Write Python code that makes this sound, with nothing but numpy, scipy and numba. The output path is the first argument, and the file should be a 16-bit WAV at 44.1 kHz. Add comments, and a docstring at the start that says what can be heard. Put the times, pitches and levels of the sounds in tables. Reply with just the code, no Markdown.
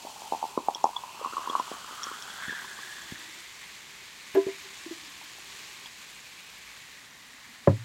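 """Fizzy drink over ice

A can is poured into a glass jar close by. Big bubbles plop and ice clinks while the air above the
rising foam rings higher and higher; the foam fizzes on. The can glugs when it is tipped a second
time, and is finally set down on the table with a thud."""
import sys
import numpy as np
from scipy import signal
from scipy.fft import rfft, irfft, next_fast_len
from scipy.io import wavfile
from scipy.ndimage import uniform_filter1d
from numba import njit

SR = 44100
rng = np.random.default_rng(int(sys.argv[2]) if len(sys.argv) > 2 else 0)


def output_pcm(signal):
    """Save a mono or channel-first signal as 16-bit PCM at the path in sys.argv[1].

    Samples are clipped to [-1, 1] before scaling.
    """
    pcm = np.clip(np.atleast_2d(signal).T, -1, 1) * 32767
    wavfile.write(sys.argv[1], SR, np.round(pcm).astype(np.int16))


N = 345744
TIME = np.arange(N) / SR
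AGE = TIME[:SR // 2]   # seconds into a one-shot


def from_db(db):
    """Decibels to gain."""
    return 10 ** (np.asarray(db) / 20)


def rms_one(x):
    """Scale to unit power."""
    return x / np.sqrt(np.mean(x ** 2) + 1e-20)


def automation(rows):
    """Breakpoints to one curve per column, at every sample."""
    times, *columns = np.transpose(rows)
    return [np.interp(TIME, times, column) for column in columns]


def butter(x, hz, kind, order=2):
    """Causal Butterworth filter."""
    return signal.sosfilt(signal.butter(order, np.clip(hz, 10, .45 * SR), kind, fs=SR, output="sos"), x)


def eq(x, curve):
    """Shape a sound with a curve of (f/Hz, gain/dB) points."""
    hz, db = np.transpose(curve)
    size = next_fast_len(N)
    bins = np.maximum(np.arange(size // 2 + 1) * SR / size, 1)
    gain = from_db(np.interp(np.log(bins), np.log(hz), db))
    return irfft(rfft(x, size) * gain, size)[:N]


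def drift(per_s):
    """A random modulator of unit power."""
    knots = rng.standard_normal(8000)
    return rms_one(np.interp(TIME * per_s, np.arange(len(knots)), knots))


def grains(per_s, spread_db):
    """Random clicks, many small and a few large."""
    born = rng.random(N) < per_s / SR
    sizes = from_db(spread_db * np.minimum(rng.exponential(1, N), 5))
    return rms_one(born * sizes * rng.choice([-1, 1], N))


def envelope(attack, t60):
    """A smooth rise, then an exponential tail; both times in seconds."""
    rise = np.sin(np.pi / 2 * np.minimum(AGE / attack, 1)) ** 2
    return rise * np.exp(-np.log(1000) * np.maximum(AGE - attack, 0) / t60)


def ring(hz, t60, attack):
    """One struck mode: a decaying sine."""
    return envelope(attack, t60) * np.sin(2 * np.pi * hz * AGE)


def add(track, t, sound):
    """Mix a one-shot into a track at t seconds."""
    at = int(np.clip(round(t * SR), 0, N - 1))
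    track[at:at + len(sound)] += sound[:N - at]


@njit
def resonate(x, hz, width):
    """A swept resonator that keeps the power of white noise."""
    out = np.zeros(len(x))
    for i in range(2, len(x)):
        r = np.exp(-np.pi * width[i] / SR)
        drive = np.sqrt((1 - r * r) / 2) * (x[i] - x[i - 2])
        out[i] = drive + 2 * r * np.cos(2 * np.pi * hz[i] / SR) * out[i - 1] - r * r * out[i - 2]
    return out


def air_ring(x, hz, width_hz, skirt):
    """Enclosed air resonating; a second pass, skirt times wider, steepens the flanks."""
    width = width_hz * np.ones(N)
    return rms_one(resonate(resonate(x, hz, width), hz, skirt * width))


# Room tone EQ: f/Hz, gain/dB
RUMBLE_EQ = [(20, -12), (40, -5), (56, 6.5), (80, -8), (125, -0.5), (200, 0), (400, -8), (1000, -4.5),
             (4000, -41)]


def rumble():
    """A faint bed of low room noise."""
    return from_db(-63) * rms_one(eq(rng.standard_normal(N), RUMBLE_EQ))


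def reverb(x, t60=0.14, predelay_s=.007, dull_hz=2600):
    """Scattered, dulled echoes from the table top and the walls of a small, soft room."""
    echoes = rng.standard_normal(len(AGE)) * np.exp(-np.log(1000) * AGE / t60) * (AGE > predelay_s)
    wet = signal.fftconvolve(x, echoes / np.linalg.norm(echoes))[:N]
    return butter(wet, dull_hz, "low", order=1)


def prickle(pitches=24, t60_cycles=70):
    """The tiniest bubbles ping out of the fizz one by one."""
    out = np.zeros(N)
    for hz in np.geomspace(5000, 15200, pitches):
        r = from_db(-60 * hz / (t60_cycles * SR))
        poles = [1, -2 * r * np.cos(2 * np.pi * hz / SR), r * r]
        pings = signal.lfilter([1], poles, grains(per_s=12, spread_db=3) + 1e-18)
        out += hz * rms_one(pings)
    return rms_one(out)


# Hiss of bursting bubbles: t/s, level/dB
FIZZ_LEVEL = [(0.0, -51), (0.37, -50.5), (0.59, -53.5), (1.09, -53.5), (1.46, -50), (2.53, -48.5),
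              (4.11, -52.5), (4.65, -49.5), (5.31, -51), (5.59, -49), (6.09, -52.5), (6.7, -53),
              (7.21, -56), (7.84, -55.5)]
# Crossfade from open liquid to a head of foam: t/s, foam share/0-1
FOAM_SHARE = [(0, 0), (1.5, 0.24), (2.6, 0.11), (3.2, 0.64), (3.8, 0.98), (7.84, 0.79)]
# EQs for fizz on open liquid, fizz in foam and the foam's low body: f/Hz, gain/dB
LIQUID_EQ = [(100, -5), (250, 0.5), (400, -7.5), (520, -3.5), (900, 3.5), (1800, -5), (2500, -1), (3150, 3),
             (3750, -1), (4300, 2), (5100, -1.5), (6800, -1), (7400, 0), (9300, -7.5), (15500, -14.5)]
FOAM_EQ = [(440, -22), (750, -20.5), (1080, -3.5), (1340, -9), (1780, -1.5), (2230, -2), (2500, -1.5),
           (2700, -3.5), (4260, -4.5), (5410, -9.5), (7070, -8), (10200, -20), (11600, -19), (15500, -26)]
BODY_EQ = [(100, -5.5), (260, -6), (400, -3.5), (520, -7.5), (700, -9.5), (900, -1), (1300, -38)]


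def fizz(mean_spray_db=-59.5, spray_follows=0.71):
    """Thousands of tiny bursts a second, mellower under foam; the finest spray follows the hiss."""
    hiss_db, = automation(FIZZ_LEVEL)
    head, = automation(FOAM_SHARE)
    spray_db = mean_spray_db + spray_follows * (hiss_db - hiss_db.mean())
    bursts = grains(per_s=9000, spread_db=2.5) + .5 * rng.standard_normal(N) + 0.28 * prickle()
    bursts *= from_db(0.5 * drift(40))
    liquid, foam = eq(bursts, LIQUID_EQ), eq(bursts, FOAM_EQ)
    # equal treble level on both sides of the crossfade
    liquid, foam = [x / np.std(butter(x, [3800, 8000], "band", order=4)) for x in (liquid, foam)]
    blend = (1 - head) * liquid + head * foam
    spray = eq(blend, [(8000, -40), (9300, 0)])
    body = head * from_db(-12) * rms_one(eq(grains(per_s=2300, spread_db=3.5), BODY_EQ))
    return from_db(hiss_db) * (blend - spray + body) + from_db(spray_db) * rms_one(spray)


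# Dull bumps of the can on the jar: t/s, level/dB
CAN_BUMPS = [(2.481, -33), (2.496, -40), (3.122, -29), (4.345, -35.5), (4.466, -33.5)]
# Metal ticking under the grip: t/s, level/dB
GRIP_TICKS = [(4.346, -32), (4.351, -38), (4.362, -47), (5.18, -46), (5.238, -48), (5.387, -46)]


def handling():
    """Soft bumps and thin metal ticks from the can in the hand."""
    out = np.zeros(N)
    bump = ring(196, t60=0.013, attack=0.0022) + 0.64 * ring(240, t60=0.0071, attack=0.001)
    for t, db in CAN_BUMPS:
        add(out, t, from_db(db) * bump)
    for t, db in GRIP_TICKS:
        tick = butter(rng.standard_normal(len(AGE)), [12200, 13700], "band") * np.exp(-AGE / .003)
        add(out, t, from_db(db + 3) * tick)
    return out


# The air inside the can: t/s, f/Hz, hum level/dB
CAN_AIR = [(0, 406, -67.5), (2.7, 392, -66.5), (3.25, 303, -63), (3.56, 398, -69), (3.8, 392, -77),
           (4.72, 386.6, -71), (4.83, 330, -69), (4.94, 335, -59), (5.12, 277, -70), (5.62, 418, -67),
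           (6.4, 294, -86), (7.45, 243, -64.5)]


def can_hum():
    """The running drink stirs a faint hum in the hollow of the can."""
    hz, db = automation(CAN_AIR)
    return from_db(db) * air_ring(grains(per_s=600, spread_db=6), hz, width_hz=32, skirt=2.3)


# Air gulped into the can: t/s, level/dB, attack/s, t60/s, splash re gulp/dB
GULPS = [(4.347, -19, 0.013, 0.073, -1), (4.366, -12.5, 0.0089, 0.12, -15),
         (4.380, -17.5, 0.0052, 0.12, -22), (4.465, -23, 0.0048, 0.11, -13),
         (4.484, -28.5, 0.0039, 0.12, -24), (4.64, -49, 0.021, 0.17, -30),
         (4.859, -32.5, 0.0073, 0.067, -22), (4.908, -30.5, 0.0055, 0.11, -17.5)]
# The can's higher modes: f/Hz, level/dB, t60/s, attack/s
WALL_MODES = [(301, -3.5, 0.15, .02), (621, -6.5, .05, 0.011), (677, -10, 0.16, 0.019),
              (820, -14, 0.036, 0.013), (1005, -19, .11, 0.037), (1260, -36, .04, 0.01),
              (1660, -16.5, 0.026, 0.02), (2070, -23, .05, 0.014)]


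def glugs():
    """Each gulp of air pumps up the ring of the can's hollow, and the drink slaps the wall."""
    splashes, pumped = np.zeros(N), np.zeros(N)
    wall = sum(from_db(db) * ring(hz, t60, attack) for hz, db, t60, attack in WALL_MODES)
    for t, db, attack, t60, splash_db in GULPS:
        slosh = butter(rng.standard_normal(len(AGE)), [450, 2000], "band")
        slap = from_db(-2.5) * slosh * envelope(attack=0.0066, t60=0.063)
        add(splashes, t, from_db(db + splash_db) * (wall + slap))
        add(pumped, t, from_db(db) * envelope(attack, t60))
    hollow_hz, _ = automation(CAN_AIR)
    return splashes + pumped * np.sin(2 * np.pi * np.cumsum(hollow_hz) / SR)


# The can touches down, rim first: t/s, level/dB
TOUCHDOWNS = [(7.6728, -12), (7.6746, 4), (7.6805, -9)]
# Table and can ringing together: f/Hz, level/dB, t60/s
THUD_MODES = [(104.8, -16, 0.22), (119, -34.5, 0.86), (139.7, -14.5, 0.12), (162, -12, 0.05),
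              (191, -22.5, 0.18), (288.3, -23, 0.17), (420, -8, 0.034), (562, -6, 0.035), (684, -20, 0.03),
              (816, -20, 0.034), (980, -19, 0.039), (1390, -26, .03), (1704, -31, 0.033), (1810, -30, 0.02)]


def landing():
    """The can's base sets the table booming; the top radiates little below its first mode."""
    out = np.zeros(N)
    thud = sum(from_db(db) * ring(hz, t60, attack=0.59 / hz) for hz, db, t60 in THUD_MODES)
    for t, db in TOUCHDOWNS:
        add(out, t, from_db(db) * thud)
    return butter(out, 95, "high", order=4)


# Ice hitting the glass: t/s, contact/s, low ring/dB, middle ring/dB, high ring/dB
ICE_HITS = [(0.7475, 0.0016, -23, -21, -50), (0.8406, 0.0008, -39, -25.5, -27),
            (0.96, 0.0066, -20, -50, -54), (1.496, 0.0034, -22, -40, -48), (1.596, .001, -36, -33, -44),
            (2.0322, 0.0014, -27, -20.5, -30), (2.0393, 0.0011, -29.5, -21, -30),
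            (2.2232, 0.00091, -37, -29, -43), (2.302, 0.0024, -29.5, -44, -48),
            (5.859, 0.00086, -31, -49, -48)]
# The three rings of a clink: f/Hz, t60/s
CLINK_MODES = [(3340, 0.03), (5580, 0.017), (6700, 0.013)]


def ice():
    """Ice taps the wet glass; each ring is a close, quickly damped pair of tones."""
    out = np.zeros(N)
    for t, contact, *levels in ICE_HITS:
        for db, (hz, t60) in zip(levels, CLINK_MODES):
            pitch = hz * (1 + 0.0079 * rng.standard_normal())
            pair = ring(pitch, t60, contact) + .8 * ring(pitch * 1.035, t60 / 2, contact)
            add(out, t, from_db(db - 6) * pair)
    return out


# The jar's air column under the stream: t/s, f/Hz, bandwidth/Hz, splash level/dB
JAR_AIR = [(0, 850, 188, -54.5), (.35, 854, 188, -50.5), (.65, 960, 190, -53), (1.1, 964, 215, -50),
           (1.27, 1050, 222, -44), (1.55, 1116, 241, -43.5), (1.8, 1140, 380, -46),
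           (2.36, 1420, 463, -43.5), (2.52, 1670, 230, -39), (2.73, 1600, 353, -47.5),
           (2.9, 1730, 250, -47), (3.12, 1730, 330, -47), (3.28, 1960, 410, -51), (3.95, 2180, 446, -58),
           (4.6, 2220, 450, -50.5), (5.1, 2180, 450, -66), (6.42, 2460, 550, -52), (7.0, 1880, 505, -55)]
# Its second resonance: t/s, f/Hz, level re splash/dB
JAR_OVERTONE = [(0, 2500, -6), (1.0, 2610, -8.5), (1.1, 2670, -3), (1.4, 2810, -11.5), (1.8, 3020, -7),
                (2.4, 3400, -9.5), (3.1, 3480, -7), (3.7, 3670, -9), (7.84, 3820, -13)]


def stream():
    """Small splashes excite the air column, which shortens and rises in pitch as the jar fills."""
    hz, width, splash_db = automation(JAR_AIR)
    overtone_hz, overtone_db = automation(JAR_OVERTONE)
    splashes = grains(per_s=1500, spread_db=1) * from_db(1.9 * drift(60) + drift(16))
    column = air_ring(splashes, hz, width_hz=1.07 * width, skirt=1.8)
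    overtone = air_ring(grains(per_s=7500, spread_db=2), overtone_hz, width_hz=330, skirt=4.1)
    # larger bubbles, lower in pitch
    burbles = air_ring(grains(per_s=60, spread_db=2), 0.68 * hz, width_hz=540, skirt=1.5)
    return from_db(splash_db) * (column + from_db(overtone_db) * overtone + from_db(-11) * burbles)


def jar_hz(t):
    """Pitch of the air in the jar at t seconds."""
    times, hz = np.transpose(JAR_AIR)[:2]
    return np.interp(t, times, hz)


def small_bubbles(count=12, start_s=1.1, end_s=2.0, db=-33, spread_db=3, spread_oct=0.22, thump_db=-8):
    """Plop cues for small bubbles scattered through the hard pour, around the jar's pitch."""
    times = start_s + (end_s - start_s) * (np.arange(count) + rng.random(count)) / count
    return [(t, db + spread_db * size, jar_hz(t) * 2 ** (spread_oct * detune), thump_db)
            for t, (size, detune) in zip(times, rng.standard_normal((count, 2)))]


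# Big bubbles breaking: t/s, level/dB, f/Hz, thump re level/dB, first trailing bubble re level/dB
BIG_BUBBLES = [(0.05, -32, 610, 2, -14), (0.071, -29.5, 867, -26, -17), (.2205, -30, 830, -12, -14),
               (0.3233, -16, 847, -4.5, -4.5), (0.4281, -17.5, 860, -23, -4.5),
               (.577, -18.5, 1037, 7.5, -12), (0.6854, -9.5, 816, -10, -23),
               (0.7573, -29.5, 920, -5.5, -11), (0.8425, -6, 833, -11, -12.5), (.891, -26.5, 845, -22, -14),
               (.9655, -22.5, 975, -26, -20), (1.0374, -26.5, 960, -20, -20), (1.2142, -30, 507, -11, -1),
               (1.248, -19.5, 1090, -26, -3.5), (1.335, -31, 1360, -1, -12),
               (1.369, -18.5, 1120, -25, -6.5), (1.475, -21, 1020, -11, -7), (1.4991, -26.5, 1090, 3, -4),
               (1.533, -24, 1080, -13, -14), (1.5527, -11, 1070, -20, -19), (1.5988, -15, 1020, -10, -29),
               (1.716, -30.5, 740, 5.5, -23), (2.069, -29, 1184, -5.5, -20), (2.1155, -29.5, 1100, -5, -20),
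               (2.496, -23, 1744, -11.5, -13)]


def big_bubbles(trailing=2, gap_s=.0125, loss_db=5, trail_thump_db=-9):
    """Plop cues for each big bubble and the ever weaker ones that trail it at the jar's pitch."""
    cues = []
    for t, db, hz, thump_db, trail_db in BIG_BUBBLES:
        cues.append((t, db, hz, thump_db))
        for k in range(trailing):
            cues.append((t + gap_s * (k + 1), db + trail_db - loss_db * k, jar_hz(t), trail_thump_db))
    return cues


# Single drops off the can's lip: t/s, level/dB, f/Hz, thump re level/dB
LIP_DROPS = [(2.526, -39, 990, 5), (2.646, -36, 1020, -6), (2.79, -34, 1120, -8), (5.215, -41, 850, -20),
             (5.385, -43, 780, -13), (5.858, -43, 940, -8)]


def plops(lead_s=0.00148, thump_hz=360):
    """Each bubble or drop gives a few cycles of the jar's air and a dull thump below them."""
    out = np.zeros(N)
    for t, db, hz, thump_db in big_bubbles() + small_bubbles() + LIP_DROPS:
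        stretch = np.interp(db, [-19, -10], [1.57, 1])   # weak ones open more slowly
        tone = ring(hz, t60=0.019, attack=0.0018 * stretch)
        thump = from_db(thump_db) * ring(thump_hz, t60=0.0041 * stretch, attack=0.0012 * stretch)
        add(out, t - lead_s * stretch, from_db(db) * (tone + thump))
    mellow = butter(out, 2300, "low", order=4)
    return butter(mellow, 210, "high", order=3)


def scene():
    """A mono mix, all within arm's reach; only the one-shots feed the reverb."""
    hits = plops() + ice() + glugs() + handling() + landing()
    return (hits + from_db(-13.5) * reverb(hits) + stream() + can_hum() + fizz() + rumble())[None]


def duck(x, threshold_db=-14, slope=0.65, release_db_per_s=35):
    """Gain control: a loud sound turns everything down for a moment."""
    level_db = 10 * np.log10(np.maximum(uniform_filter1d(x ** 2, size=400), 1e-12))
    cut_db = slope * np.maximum(level_db - threshold_db, 0)
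    release_db = release_db_per_s * TIME
    held_db = np.maximum.accumulate(cut_db + release_db) - release_db
    return x * from_db(-uniform_filter1d(held_db, size=130))


def record(dry, low_cut_hz=56, high_cut_hz=15900):
    """The microphone drops the deepest bass, the gain ducks under loud knocks, and the top is cut."""
    ducked = duck(butter(dry, low_cut_hz, "high"))
    return signal.sosfilt(signal.ellip(12, .1, 80, high_cut_hz, fs=SR, output="sos"), ducked)


dry = scene()
out = record(dry)
output_pcm(out)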